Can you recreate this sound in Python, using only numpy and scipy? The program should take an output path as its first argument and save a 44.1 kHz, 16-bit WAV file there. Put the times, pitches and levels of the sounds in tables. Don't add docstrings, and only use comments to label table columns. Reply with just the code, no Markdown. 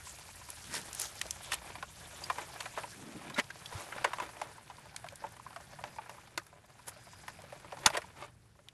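import sys
import numpy as np
from scipy import signal
from scipy.fft import rfft, irfft
from scipy.io import wavfile
from scipy.ndimage import uniform_filter1d

SR = 44100
rng = np.random.default_rng(int(sys.argv[2]) if len(sys.argv) > 2 else 0)


def to_wav(sig):
    pcm = np.clip(np.atleast_2d(sig), -1, 1) * 32767
    pcm = np.round(pcm).astype(np.int16)
    wavfile.write(sys.argv[1], SR, pcm.T)


N = 384986
TIME_S = np.arange(N) / SR
TOP_HZ = 12500


def undb(db):
    return 10 ** (np.asarray(db) / 20)


def unit(x):
    return x / np.sqrt(np.mean(x ** 2))


def unit_peak(x, samples=176):
    return x / np.sqrt(uniform_filter1d(x ** 2, samples, mode="constant").max())


def add(out, start_s, x):
    i = max(int(start_s * SR), 0)
    out[i:i + len(x)] += x[:max(N - i, 0)]


def butter(x, hz, kind, order=2):
    sos = signal.butter(order, np.clip(hz, 10, .45 * SR), kind, fs=SR, output="sos")
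    return signal.sosfilt(sos, x)


def band(x, hz, ratio, order=1):
    return butter(x, [hz / ratio, hz * ratio], "band", order)


def colour(x, spectrum):
    hz, db = np.transpose(spectrum)
    bins_hz = np.maximum(np.fft.rfftfreq(len(x), 1 / SR), 1)
    gain = undb(np.interp(np.log(bins_hz), np.log(hz), db))
    return unit(irfft(rfft(x) * gain, len(x)))


def walk(rate_hz):
    hold = int(SR / rate_hz)
    steps = np.repeat(rng.standard_normal(N // hold + 1), hold)
    return unit(uniform_filter1d(steps, hold)[:N])


def swell(mid_s, half_width_s):
    return np.exp(-.5 * ((TIME_S - mid_s) / half_width_s) ** 2)


def grains(per_s, spread_db):
    size = undb(spread_db * np.minimum(rng.exponential(size=N), 5))
    return unit((rng.random(N) < per_s / SR) * size * rng.standard_normal(N))


def chatter(decay_s, first_hit=5.4, samples=1500):
    force = rng.standard_normal(samples) * np.exp(-np.arange(samples) / SR / decay_s)
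    force[0] += first_hit
    return force


def roll_db(time_s):
    # time_s, rattle_db, crackle_db
    push_levels = [(0.0, -58.5, -54.5), (0.34, -59, -57), (0.9, -56, -51.5), (1.31, -57, -54.5),
                   (1.7, -52, -57.5), (1.87, -62.5, -58.5), (2.14, -53.5, -54), (2.33, -50.5, -54.5),
                   (2.92, -57, -55), (3.31, -52.5, -62), (3.45, -61.5, -60), (3.69, -58, -58),
                   (3.96, -47.5, -60), (4.52, -61, -58.5), (4.64, -60, -63), (6.1, -59, -61.5),
                   (6.59, -69, -71), (6.78, -64.5, -66.5), (7.03, -61, -60.5), (7.71, -58, -64.5),
                   (7.88, -50, -55.5), (8.09, -60, -64.5), (8.29, -80.5, -73.5), (8.73, -72, -74.5)]
    times_s, *levels_db = np.transpose(push_levels)
    return [np.interp(time_s, times_s, db) for db in levels_db]


def grass_share(time_s, start_s=3.53, fade_s=0.77):
    return np.clip((time_s - start_s) / fade_s, 0, 1)


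def ground(grains_per_s, spread_db, pops_per_s=60, pop_db=-11, flicker_db=3):
    # freq_hz, gain_db
    mud = [(710, -34), (1200, -4.5), (1540, -1), (2020, -4), (4340, -4), (5520, -3.5), (7590, -4),
           (9450, -5), (11500, -5), (13000, -17)]
    grass = [(880, -23.5), (1500, -1), (2110, -7), (2290, -10.5), (3150, -11.5), (4860, -9.5),
             (6600, -10.5), (10800, -10.5), (13000, -16.5)]
    fizz = np.zeros(N)
    for hz in 1200 * 2 ** (np.arange(8) / 2):
        bursts = grains(grains_per_s / 2, spread_db) * undb(flicker_db * walk(60))
        fizz += band(bursts, hz, 2 ** .25, order=2)
    pops = signal.oaconvolve(grains(pops_per_s, 1.1), chatter(.0007, first_hit=2))[:N]
    crush = unit(fizz) + undb(pop_db) * unit(pops)
    on_grass = grass_share(TIME_S)
    return np.sqrt(1 - on_grass) * colour(crush, mud) + np.sqrt(on_grass) * colour(crush, grass)


def body_ring(wall_db=2, wall_t60_s=0.056, samples=4000):
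    # freq_hz, gain_db, t60_s
    body_modes = [(342, -1.5, 0.037), (454, -7, 0.068), (592.2, -3, 0.07), (697, -0.5, 0.031),
                  (857, 1, 0.026), (991, 5, 0.025), (1217, -15, 0.018), (1376, 0, 0.022),
                  (1635, -10, 0.018), (1842, -4, 0.042), (2000, -8.5, 0.03), (2390, -6.5, 0.048),
                  (2800, -14, 0.045), (3060, -6, 0.039), (3660, 3, 0.021), (4640, 6, 0.012),
                  (6060, -7.5, 0.023), (7330, -10.5, 0.051), (9300, -19.5, 0.016)]
    t = np.arange(samples) / SR
    hz, db, t60_s = np.transpose(body_modes)[:, :, None]
    detune, weight = rng.standard_normal((2, len(body_modes), 1))
    polarity = rng.choice([-1, 1], (len(body_modes), 1))
    decay = undb(db + 2 * weight - 60 * t / t60_s)
    modes = polarity * decay * np.sin(2 * np.pi * hz * (1 + 0.023 * detune) * t)
    walls = butter(rng.standard_normal(samples), 450, "high", order=3)
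    walls = butter(walls, 4500, "low", order=1) * undb(-60 * t / wall_t60_s)
    return unit(modes.sum(0)) + undb(wall_db) * unit(walls)


def rattle(jolts_per_s, spread_db, parts=8, flicker_db=4.4):
    out = np.zeros(N)
    for _ in range(parts):
        jolts = grains(jolts_per_s, spread_db) * undb(flicker_db * walk(35))
        out += signal.oaconvolve(jolts, body_ring())[:N]
    return unit(butter(out, 2100, "low"))


def rolling(rattle_db=-1.53, ground_db=1, scrub_db=-7, axle_db=-11, uneven_db=1.5):
    lug_bite = undb(uneven_db * walk(28))
    shake, crush = undb(roll_db(TIME_S))
    scrub = unit(band(grains(5000, 2.2), 810, 1.9))
    axle = unit(band(grains(3300, 8.8), 2400, 1.06))
    body = undb(rattle_db) * rattle(160, 2.6) + undb(scrub_db) * scrub + undb(axle_db) * axle
    return shake * lug_bite * body + crush * undb(ground_db) * ground(9000, 0.97)


def outdoors(air_db=-66.5, bank_start_s=1.8, bank_fade_s=0.87):
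    # freq_hz, gain_db
    stream_spectrum = [(20, -37), (40, -6), (70, 4), (120, -2.5), (200, -8), (400, -36), (900, -48)]
    bank_spectrum = [(20, -32), (40, -14.5), (70, -4), (130, 1.5), (200, -8), (400, -23), (900, -51.5)]
    air_spectrum = [(25, -19), (55, -4.5), (100, -3), (200, -15), (400, -16), (1000, -24), (2000, -27.5),
                    (3500, -33), (11000, -36.5), (13000, -43)]
    # time_s, level_db
    rumble_levels = [(0, -60.5), (1.1, -60.5), (1.6, -56), (2.8, -60.5), (4.6, -62), (5.7, -59.5),
                     (6.6, -68.5), (7.3, -58.5), (8.1, -60.5), (8.7, -70)]
    stream = colour(rng.standard_normal(N), stream_spectrum)
    bank = colour(rng.standard_normal(N), bank_spectrum)
    air = colour(rng.standard_normal(N), air_spectrum)
    on_bank = np.clip((TIME_S - bank_start_s) / bank_fade_s, 0, 1)
    rumble = np.sqrt(1 - on_bank) * stream + np.sqrt(on_bank) * bank
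    rumble_db = np.interp(TIME_S, *np.transpose(rumble_levels))
    return undb(rumble_db) * rumble + undb(air_db) * air


def knocks(blows, band_ratio=1.245, chatter_s=0.003, softening=0.087, crack_s=0.0047, tick_db=6):
    tick_s, tick_hz, split_hz = 0.0053, 1800, 2900
    out = np.zeros(N)
    for start_s, level_db, centre_hz, treble_db in blows:
        contact = chatter(chatter_s * undb(-softening * treble_db))
        ring = signal.fftconvolve(contact, body_ring())
        t = np.arange(len(ring)) / SR
        tick = band(rng.standard_normal(len(t)) * np.exp(-t / tick_s), tick_hz, 2.16, order=2)
        hollow = butter(band(ring, centre_hz, band_ratio), 490, "high", order=3)
        hollow = unit_peak(hollow) + undb(tick_db + 0.69 * treble_db) * unit_peak(tick)
        hollow = butter(butter(hollow, split_hz, "low"), split_hz, "low")
        crack = butter(butter(ring, split_hz, "high"), split_hz, "high")
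        crack *= .3 + np.exp(-t / crack_s)
        add(out, start_s, undb(level_db) * (unit_peak(hollow) + undb(treble_db) * unit_peak(crack)))
    return out


def lug_knocks(lugs_per_s=12, mud_db=1.5, grass_db=9.5, count=104):
    late, scatter_db, pitch, hardness = rng.standard_normal((count, 4)).T
    start_s = (np.arange(count) + .5 + .25 * late) / lugs_per_s
    level_db = roll_db(start_s)[0] + mud_db + (grass_db - mud_db) * grass_share(start_s) + scatter_db
    centre_hz = 825 * 2 ** (0.305 * pitch)
    treble_db = -17 + 5 * hardness
    return knocks(zip(start_s, level_db, centre_hz, treble_db))


def drops(glide=0.011, roughness=0.56):
    # start_s, pitch_hz, level_db, length_s
    pockets = [(0.069, 990, -46, 0.0051), (.287, 900, -49.5, .007), (0.413, 1000, -50, 0.0083),
               (0.487, 980, -46.5, .006), (1.255, 640, -44, 0.0062), (2.237, 4850, -38, 0.0064),
               (3.342, 3870, -42, 0.0065), (3.36, 1420, -40, 0.013), (3.502, 1606, -39, 0.0065),
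               (3.658, 3380, -40.5, 0.0042)]
    out, t = np.zeros(N), np.arange(2500) / SR
    for start_s, pitch_hz, level_db, length_s in pockets:
        age = t / length_s
        rising_hz = pitch_hz * (1 + glide * np.tanh(age - 1))
        tone = np.sin(2 * np.pi * np.cumsum(rising_hz) / SR)
        spray = unit(band(rng.standard_normal(len(t)), pitch_hz, 1.44))
        drop = (tone + roughness * spray) * age * np.exp(-2 * age)
        add(out, start_s, undb(level_db) * unit_peak(drop))
    return out


def wheel_slips():
    # mid_s, half_width_s, body_db, ground_db, squelch_db, squelch_hz
    slips = [(.09, 0.023, -78, -61, -49.5, 7300), (0.756, 0.027, -46.5, -39.5, -45.5, 1940),
             (1.027, 0.033, -52, -43, -42, 6240), (1.454, 0.025, -73, -52, -52.5, 3330),
             (1.534, 0.012, -39.5, -40, -38, 2960), (2.405, 0.023, -43, -69, -70, 1500),
             (2.787, 0.011, -40.5, -54, -41, 1490), (3.393, 0.0093, -32, -41.5, -29, 1940),
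             (3.79, 0.054, -46.5, -53, -55, 980), (4.228, 0.014, -38, -56, -70, 1900),
             (4.449, 0.07, -49, -75, -72, 1900), (5.25, 0.017, -52, -68, -66, 790),
             (6.885, 0.0086, -51, -44.5, -44.5, 10500), (7.946, 0.01, -39.5, -57, -41, 1990),
             (8.216, 0.042, -50.5, -58.5, -66, 2300)]
    grind, tear, squeeze = rattle(1200, 5.3), ground(5000, 2.9), grains(5000, 1.0)
    out = np.zeros(N)
    for mid_s, half_width_s, body_db, ground_db, squelch_db, squelch_hz in slips:
        squelch = unit(band(squeeze, squelch_hz, 1.12))
        slip = undb(body_db) * grind + undb(ground_db) * tear + undb(squelch_db) * squelch
        out += swell(mid_s, half_width_s) * slip
    return out


def fine_grit(over_crackle_db=6.5, count=30):
    start_s = rng.random(count) * N / SR
    size, pitch = rng.standard_normal((count, 2)).T
    level_db = roll_db(start_s)[1] + over_crackle_db + 3 * size
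    centre_hz = np.minimum(7440 * 2 ** (.4 * pitch), TOP_HZ)
    return zip(start_s, level_db, centre_hz)


def grit_snaps(gain_db=-1, burst_s=0.003, tail_db=-17, tail_s=0.012):
    # start_s, relative_db, centre_hz
    loud_snaps = [(.5023, -36, 10000), (.9295, -38, 8000), (.9485, -36, 9500), (.9976, -30, 9000),
                  (1.016, -30, 9000), (1.214, -29, 2300), (1.2143, -33, 7000), (1.308, -29, 6500),
                  (1.532, -34, 4200), (2.6044, -38, 3340), (4.9626, -39, 7000), (4.963, -39, 2300),
                  (5.0865, -42, 2800), (5.1566, -45, 9400), (5.8395, -39, 2300), (6.376, -34, 5000),
                  (8.6853, -45, 2600)]
    out, t = np.zeros(N), np.arange(2000) / SR
    envelope = np.exp(-(t / burst_s) ** 2) + undb(tail_db) * np.exp(-t / tail_s)
    for start_s, relative_db, centre_hz in [*loud_snaps, *fine_grit()]:
        burst = band(rng.standard_normal(len(t)) * envelope, centre_hz, 1.3)
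        burst = butter(burst, 1260, "high", order=3)
        add(out, start_s, undb(relative_db + gain_db) * unit_peak(burst))
    return out


def handling():
    # mid_s, half_width_s, centre_hz, level_db
    pushes = [(.755, 0.058, 169, -52), (3.06, 0.071, 234, -48.5), (3.164, 0.013, 240, -45.5),
              (3.28, 0.064, 211, -50)]
    out = np.zeros(N)
    for mid_s, half_width_s, centre_hz, level_db in pushes:
        rub = band(rng.standard_normal(N), centre_hz, 1.5, order=2) * swell(mid_s, half_width_s)
        out += undb(level_db) * unit_peak(rub, samples=700)
    return out


def further_knocks(gain_db=-8):
    # start_s, relative_db, centre_hz, treble_db
    blows = [(1.519, -23.5, 1750, -3), (1.754, -33, 970, -9.5), (1.826, -28, 810, -11.5),
             (2.299, -18, 910, -18), (2.383, -25.5, 1230, -13), (2.607, -30, 1100, -1.5),
             (2.659, -31, 1040, -10), (2.775, -26, 617, -28), (2.834, -29, 947, -20),
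             (3.299, -36, 920, -5.5), (3.922, -30, 1700, -31), (3.981, -32, 1060, -17),
             (4.043, -18.5, 1530, -10.5), (4.047, -16.5, 910, -15), (4.133, -23.5, 1060, -13.5),
             (4.184, -29, 1020, -15), (4.2, -24, 930, -13), (4.415, -23, 710, -12.5),
             (4.699, -35, 940, -14), (5.042, -33, 610, -17), (5.238, -27, 630, -42), (5.396, -37, 970, -28),
             (5.463, -33, 1050, -42), (5.787, -36.5, 860, -35), (5.561, -32, 820, -10.5),
             (5.838, -27.5, 610, -23), (5.984, -28, 735, -37), (6.094, -32.5, 820, -10.5),
             (6.377, -23.5, 1430, -6.5), (6.528, -44, 695, -24), (7.28, -30, 1350, -9),
             (7.523, -33.5, 600, -18), (7.722, -31, 596, -15.5), (7.901, -27.5, 813, -7),
             (7.952, -25, 1070, -17), (7.969, -24, 1480, -4), (7.973, -21.5, 590, -7),
             (8.018, -37.5, 1640, -8), (8.59, -48.5, 516, -19)]
    return undb(gain_db) * knocks(blows)


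def chassis_thuds():
    # start_s, pitch_hz, level_db, length_s
    bumps = [(3.383, 241, -36, 0.0073), (3.749, 101, -39.5, 0.014), (6.374, 340, -46.5, 0.0097),
             (7.867, 177, -38.5, 0.0027)]
    out, t = np.zeros(N), np.arange(4000) / SR
    for start_s, pitch_hz, level_db, length_s in bumps:
        age = t / length_s
        thud = np.sin(2 * np.pi * pitch_hz * t) * age * np.exp(-2 * age)
        add(out, start_s, undb(level_db) * unit_peak(thud, samples=700))
    return out


def tyre_whistle(pitch_hz=4950):
    # mid_s, half_width_s, level_db
    rubs = [(5.93, 0.033, -69), (7.14, .17, -68)]
    whistle = unit(band(grains(2800, 2.6), pitch_hz, 1.01))
    return whistle * sum(undb(db) * swell(mid_s, half_width_s) for mid_s, half_width_s, db in rubs)


def parking_clack(stop_hz=3450, stop_db=-19):
    # start_s, level_db, centre_hz, treble_db
    contacts = [(7.859, -22, 1800, -8.5), (7.8613, -25.5, 1300, 8.5), (7.8656, -23, 1200, -18.5)]
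    out = knocks(contacts, band_ratio=3.1, chatter_s=0.0031, softening=0, crack_s=0.0043, tick_db=-4)
    stop_ring = band(chatter(decay_s=.003), stop_hz, 1.2)
    add(out, contacts[1][0], undb(stop_db) * unit_peak(stop_ring))
    return out


def scene():
    mix = rolling() + outdoors() + lug_knocks() + drops() + wheel_slips() + grit_snaps()
    mix += handling() + further_knocks() + chassis_thuds() + tyre_whistle() + parking_clack()
    return mix[None]


def record(dry):
    soft = butter(dry, 12200, "low", order=8)
    return signal.sosfilt(signal.ellip(8, .3, 75, TOP_HZ, fs=SR, output="sos"), soft)


dry = scene()
out = record(dry)
to_wav(out)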